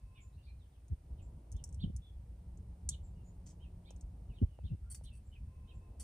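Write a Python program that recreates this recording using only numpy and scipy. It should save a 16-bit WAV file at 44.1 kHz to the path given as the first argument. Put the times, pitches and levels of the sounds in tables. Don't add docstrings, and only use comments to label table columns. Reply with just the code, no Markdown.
import sys
import numpy as np
from scipy import signal
from scipy.fft import rfft, irfft
from scipy.io import wavfile

SR = 44100
rng = np.random.default_rng(int(sys.argv[2]) if len(sys.argv) > 2 else 0)


def put_to_file(sound):
    columns = np.atleast_2d(sound).T
    safe = np.clip(columns, -1, 1)
    whole_steps = np.round(safe * 32767)
    wavfile.write(sys.argv[1], SR, whole_steps.astype(np.int16))


N = 266275
T = np.arange(N) / SR

# (time [s], level [dB])
PECKS = [(0.8814, -60), (1.517, -48), (1.5242, -48), (1.565, -54), (1.6392, -33.5), (1.6755, -60),
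         (1.69, -55.5), (1.7262, -54), (1.7441, -51.5), (1.9635, -43.5), (2.5732, -59.5), (2.8894, -20.5),
         (3.9055, -49.5), (3.9622, -56.5), (4.0098, -51)]
# (time [s], length [s], level [dB], share of claw on metal rather than seed [0-1])
SCRAPES = [(3.456, 0.073, -62, 0.2), (4.9, 0.012, -50.5, 1), (4.911, 0.018, -47, 1),
           (4.944, 0.012, -47, 0.81), (5.034, 0.029, -63.5, 0.92), (5.123, 0.069, -69.5, 0.95),
           (5.995, 0.033, -48.5, 0.85), (6.028, 0.024, -48, 0.14)]
# (frequency [Hz], level [dB], time to fade by 60 dB [s])
DISH_TONES = [(2078, -11, .1), (3187, -9, .1), (4538, -4, .14), (5770, 0, .085), (6105, -5, .08),
              (6835, -7, .08), (8027, -7, .12), (8300, 2, .05), (9070, -3, .07)]
# (frequency [Hz], level [dB])
CRACK_COLOUR = [(1400, -25), (3000, -23.5), (4100, -18.5), (4900, -9.5), (5900, 5), (8400, 6.5),
                (10500, -3), (11700, -22), (13500, -15.5)]
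SCRAPE_COLOUR = [(3600, -22), (4600, 11), (5300, -39), (6200, -1), (7500, 4), (8200, 20), (10500, 14.5),
                 (11700, -4.5), (13000, 3)]
HISS_COLOUR = [(1500, -3.5), (2600, -5.5), (3600, -9), (7200, -10.5), (9500, -4.5), (11300, -18),
               (15000, -9.5)]
# (frequency [Hz], level [dB])
SEED_COLOUR = [(1000, 3), (4500, 9), (6000, 23), (9000, 20), (15000, -21)]
# (time [s], length [s], top pitch [Hz], starting pitch [share of the top],
# upper voice against the main voice [dB], level [dB])
CHIRPS = [(0.148, 0.057, 2925, 1, -3, -68), (0.416, 0.068, 3940, 0.8, 3, -78.5),
          (1.175, 0.037, 3140, 0.96, -8, -73.5), (1.545, 0.065, 3550, 0.77, -13, -71),
          (1.793, 0.06, 3747, 0.76, -9, -54.5), (2.898, 0.059, 3645, 0.78, -3, -59),
          (3.594, 0.076, 3170, 0.89, -13, -69), (3.843, 0.067, 3725, 0.8, -4.5, -68),
          (4.334, 0.051, 3850, .9, -10, -73), (4.635, 0.054, 3650, 0.82, -7.5, -67.5),
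          (5.039, 0.06, 3580, 0.76, -2, -65.5), (5.312, 0.065, 3030, 0.96, -21, -66),
          (5.671, 0.057, 3197, 0.91, -5.5, -68)]
# (time [s], length [s],
# start pitch [Hz], end pitch [Hz], level [dB])
WHISTLES = [(0.0, 0.066, 4780, 4600, -86.5), (0.155, 0.058, 2600, 2100, -66),
            (0.202, 0.053, 7280, 7050, -67.5), (0.325, 0.032, 3690, 4300, -78),
            (0.375, 0.046, 2790, 2850, -71), (0.464, 0.058, 2377, 2420, -67.5),
            (0.478, 0.034, 4150, 4090, -71.5), (0.588, 0.069, 4260, 2820, -76.5),
            (0.715, 0.064, 3980, 2420, -80), (1.219, 0.027, 7400, 7330, -69),
            (2.015, 0.09, 3550, 3344, -67), (3.032, 0.045, 7450, 7420, -69),
            (3.151, 0.072, 2880, 2730, -79), (3.239, 0.068, 6980, 7020, -72.5),
            (3.86, 0.056, 2190, 2720, -71.5), (4.288, 0.06, 3210, 2190, -71),
            (4.379, 0.017, 3080, 2966, -62.5), (4.449, 0.19, 3215, 2537, -80.5),
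            (4.692, 0.03, 2680, 2810, -71), (4.821, 0.11, 1343, 1463, -76),
            (5.108, 0.063, 2696, 2636, -69.5), (5.248, 0.04, 7450, 7270, -74.5),
            (5.738, 0.031, 7400, 7350, -75.5)]
# (time of the peak [s], length [s], pitch [Hz], level [dB])
THUMPS = [(0.928, 0.023, 78.5, -29), (1.558, 0.019, 65, -31.5), (1.833, 0.012, 75, -33.5),
          (1.846, 0.0079, 166, -30.5), (1.864, 0.0066, 170, -39.5), (1.879, 0.0089, 125, -35.5),
          (1.903, 0.005, 195, -35.5), (4.42, 0.0038, 195, -28.5), (4.429, 0.006, 165, -25),
          (4.44, 0.016, 80, -20), (4.655, 0.023, 74.4, -32), (4.733, 0.026, 111, -32)]
# (time [s], level [dB])
KNOCKS = [(3.908, -49.5), (4.589, -46.5), (5.012, -54)]
# (frequency [Hz], level [dB])
PUFF_COLOUR = [(60, -25.5), (160, 17.5), (330, -5), (520, -12), (1000, -40.5), (4000, -72.5)]
KNOCK_COLOUR = [(150, 0), (450, 9.5), (900, -3.5), (1600, -18.5), (3000, -27), (8000, -54)]
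# (start [s], end [s], level [dB])
WHINES = [(0.05, 0.287, -78), (5.462, 5.984, -81.5)]
# (frequency [Hz], level [dB])
WHINE_TONES = [(1040, 1), (2600, -4.5)]
# (time [s], level [dB])
BACKGROUND_RUMBLE = [(0.0, -57.5), (0.5, -55.5), (0.76, -63), (1.04, -60.5), (1.11, -47), (1.45, -55),
                     (1.88, -42.5), (2.07, -54), (3.05, -51), (3.9, -54.5), (5.5, -51), (6.04, -54.5)]
BACKGROUND_ROAR = [(0.0, -82), (1.06, -79), (1.1, -73), (1.73, -74.5), (1.92, -81), (2.52, -75.5),
                   (4.32, -74), (4.57, -82), (5.47, -80), (6.04, -71.5)]
# (frequency [Hz], level [dB])
WIND_COLOUR = [(18, -20.5), (42, -1.5), (59, 5.5), (134, -11), (177, -18), (216, -21), (330, -40.5),
               (430, -58), (730, -120)]
ROAR_COLOUR = [(150, -32.5), (250, -3.5), (985, -14.5), (1060, -23), (1180, -22), (1700, -47.5),
               (2210, -66.5), (3740, -120)]
# (frequency [Hz], likeness [0-1])
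AIR_LIKENESS = [(200, 1), (330, 1), (900, 0.1), (8500, .4)]
# (frequency [Hz], phase [rad])
PHASE_LEAD = [(4500, 0), (7400, 1.95), (8500, .5), (10000, -0.84), (12500, 2.4)]

NEAR_BIRD_DB = -53


def pecks(snap_db=10, crackle_db=-21, crackle_s=.002, clatter_db=1, tail_db=-15, ring_db=-41):
    force, size = np.zeros(N), int(crackle_s * SR)
    for time, db in PECKS:
        crack = from_db(crackle_db) * rng.standard_normal(size) * np.hanning(size)
        crack[size // 2] += 1
        cutoff_hz = 3900 * from_db(-0.49 * db)
        crack = low_pass(crack / np.linalg.norm(crack), cutoff_hz)
        add(force, time, from_db(db + snap_db) * crack)
    snap = colour(force, CRACK_COLOUR)
    clatter = from_db(clatter_db) * echoes(snap, fade_s=0.036)
    tail = from_db(tail_db) * echoes(snap, fade_s=0.19)
    return snap + clatter + tail + from_db(ring_db) * dish_ring(snap)


def scrapes(slips_per_s=2000, ring_db=-40.5, echo_db=-4):
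    on_metal, on_seed = np.zeros(N), np.zeros(N)
    for time, length, db, metal_share in SCRAPES:
        size = int(length * SR)
        slips = rng.standard_normal(size) * (rng.random(size) < slips_per_s / SR)
        envelope = signal.windows.tukey(size, .4) * np.linspace(1, .5, size)
        stroke = from_db(db) * unit_level(slips) * envelope
        add(on_metal, time, np.sqrt(metal_share) * stroke)
        add(on_seed, time, np.sqrt(1 - metal_share) * stroke)
    direct = colour(on_metal, SCRAPE_COLOUR) + colour(on_seed, SEED_COLOUR)
    ring = from_db(ring_db) * dish_ring(on_metal)
    return direct + from_db(echo_db) * echoes(direct, fade_s=0.12) + ring


def dish_ring(force):
    ring = np.zeros(N)
    for hz, db, fade_s in DISH_TONES:
        decay, angle = from_db(-60 / (fade_s * SR)), 2 * np.pi * hz / SR
        feedback = [1, -2 * decay * np.cos(angle), decay * decay]
        ring += from_db(db) * signal.lfilter([0, np.sin(angle)], feedback, force + 1e-18)
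    return ring


def finch_chirps(gap_hz=660, lower_db=-23, swell_db=6):
    for time, length, top_hz, start_share, upper_db, db in CHIRPS:
        hz = pitch_arch(length, top_hz, start_share)
        waver = .0135 * (1 + (NEAR_BIRD_DB - db) / 20)
        upper = from_db(upper_db) * bird_voice(hz + gap_hz, waver)
        lower = from_db(lower_db) * bird_voice(hz - gap_hz, waver)
        swell = from_db(swell_db * np.linspace(-.5, .5, len(hz)))
        yield time, db, swell * (bird_voice(hz, waver) + upper + lower)


def pitch_arch(length, top_hz, start_share, end_share=.79, top_at=0.48):
    progress = np.linspace(0, 1, int(length * SR))
    rise = start_share + (1 - start_share) * np.sin(np.pi / 2 * progress / top_at)
    fall = 1 - (1 - end_share) * np.sin(np.pi / 2 * (progress - top_at) / (1 - top_at))
    return top_hz * np.where(progress < top_at, rise, fall)


def plain_whistles(waver=0.027):
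    for time, length, start_hz, end_hz, db in WHISTLES:
        yield time, db, bird_voice(np.geomspace(start_hz, end_hz, int(length * SR)), waver)


def bird_voice(hz, waver, flutter_db=3.0):
    size = len(hz)
    flutter = unit_level(from_db(flutter_db * wobble(160, size)))
    unsteady_hz = hz * (1 + waver * wobble(460, size))
    phase = 2 * np.pi * np.cumsum(unsteady_hz) / SR
    return np.hanning(size) ** 0.26 * flutter * np.sin(phase)


def through_trees(calls, echo_db, fade_s, lag_ms):
    direct, scattered = np.zeros(N), np.zeros(N)
    for time, db, call in calls:
        echo_gain = from_db(echo_db + 0.51 * (NEAR_BIRD_DB - db))
        gain = from_db(db) / np.hypot(1, echo_gain)
        add(direct, time, gain * call)
        add(scattered, time, gain * echo_gain * call)
    return from_right(direct, lag_ms) + echoes(scattered, fade_s)


def thumps(pitch_sag=0.51, left_lead_ms=0.8):
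    out, puff = np.zeros((2, N)), open_air(PUFF_COLOUR)
    clock = np.array([T + left_lead_ms / 1000, T])
    for time, length, hz, db in THUMPS:
        from_peak = np.clip((clock - time) / length, -4, 4)
        cycles = hz * length * (1 - np.exp(-pitch_sag * from_peak)) / pitch_sag
        throb = np.cos(2 * np.pi * cycles)
        puff_db = -14.5 + 12.5 * np.log2(hz / 107.4)
        out += from_db(db) * np.exp(-2 * from_peak ** 2) * (throb + from_db(puff_db) * puff)
    return out


def knocks(force_db=15, rattle_db=-4):
    force = np.zeros(N)
    for time, db in KNOCKS:
        add(force, time, from_db([db + force_db]))
    tap = colour(force, KNOCK_COLOUR)
    return tap + from_db(rattle_db) * echoes(tap, fade_s=0.034)


def far_machines():
    whine = np.zeros((2, N))
    for side in whine:
        for start, end, db in WHINES:
            for hz, tone_db in WHINE_TONES:
                side += far_tone(start, end, hz, db + tone_db, drift_per_khz=1.2)
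    hum = far_tone(start=2.32, end=4.353, hz=176.7, db=-65, drift_per_khz=1.4)
    return whine + hum


def far_tone(start, end, hz, db, drift_per_khz, waver_db=2.0, fade_s=0.22):
    fade = np.clip(np.minimum(T - start, end - T) / fade_s + .5, 0, 1)
    gain = from_db(db + waver_db * wobble(12))
    phase_drift = drift_per_khz * hz / 1000 * wobble(12)
    return np.sqrt(2) * fade * gain * np.sin(2 * np.pi * hz * T + phase_drift)


def air(rumble_boost_db=3, roar_boost_db=4, hiss_db=-80.5, swirl_db=3.0):
    rumble_db = np.interp(T, *np.transpose(BACKGROUND_RUMBLE)) + rumble_boost_db
    roar_db = np.interp(T, *np.transpose(BACKGROUND_ROAR)) + roar_boost_db
    rumble = from_db(rumble_db + swirl_db * wobble(7.5)) * open_air(WIND_COLOUR)
    roar = from_db(roar_db) * open_air(ROAR_COLOUR)
    return rumble + roar + from_db(hiss_db) * open_air(HISS_COLOUR)


def open_air(spectrum):
    hz = np.fft.rfftfreq(N, 1 / SR)
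    likeness, gains = at_hz(AIR_LIKENESS, hz), from_db(at_hz(spectrum, hz))
    first, second = (unit_level(filter_by(rng.standard_normal(N), gains)) for _ in range(2))
    shared = filter_by(first, np.sqrt(1 + likeness))
    opposite = filter_by(second, np.sqrt(1 - likeness))
    return np.array([shared + opposite, shared - opposite]) / np.std(shared)


def echoes(x, fade_s):
    fall_db = 60 * T[:SR] / fade_s
    build_up = 1 - np.exp(-fall_db)
    tails = rng.standard_normal((2, SR)) * from_db(-fall_db) * build_up
    return np.array([signal.fftconvolve(x, tail / np.linalg.norm(tail))[:N] for tail in tails])


def from_right(x, lag_ms):
    delay = np.exp(-2j * np.pi * np.fft.rfftfreq(N, 1 / SR) * lag_ms / 1000)
    return np.array([filter_by(x, delay), x])


def colour(x, spectrum, size=1024):
    gains = from_db(at_hz(spectrum, np.fft.rfftfreq(size, 1 / SR)))
    cepstrum = irfft(np.log(gains))
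    cepstrum[size // 2:] = 0
    cepstrum[0] = 0
    response = irfft(np.exp(2 * rfft(cepstrum)))
    return signal.fftconvolve(x, response / np.linalg.norm(response))[:N]


def filter_by(x, gains):
    return irfft(rfft(x) * gains, N)


def low_pass(x, hz):
    sections = signal.butter(2, np.clip(hz, 10, .45 * SR), "low", fs=SR, output="sos")
    return signal.sosfilt(sections, x + 1e-18)


def wobble(hz, size=N):
    return unit_level(low_pass(rng.standard_normal(size), hz))


def at_hz(points, hz):
    frequencies, values = np.transpose(points)
    return np.interp(np.log(np.maximum(hz, 1)), np.log(frequencies), values)


def add(track, time, sound):
    start = max(0, round(time * SR))
    track[start:start + len(sound)] += sound[:max(0, N - start)]


def from_db(db):
    return 10 ** (np.asarray(db) / 20)


def unit_level(x):
    return x / np.sqrt(np.mean(x ** 2) + 1e-20)


def scene():
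    finches = through_trees(finch_chirps(), echo_db=-8.5, fade_s=0.17, lag_ms=.36)
    finches *= from_db([[-1.5], [2]])
    whistles = through_trees(plain_whistles(), echo_db=-11.5, fade_s=0.21, lag_ms=0.766)
    return pecks() + scrapes() + finches + whistles + thumps() + knocks() + far_machines() + air()


def record(dry):
    lead = at_hz(PHASE_LEAD, np.fft.rfftfreq(N, 1 / SR))
    shifted = filter_by(dry, np.exp(.5j * np.array([lead, -lead])))
    cutoff_hz = 15200
    return signal.sosfilt(signal.ellip(10, .1, 70, cutoff_hz, fs=SR, output="sos"), shifted)


dry = scene()
out = record(dry)
put_to_file(out)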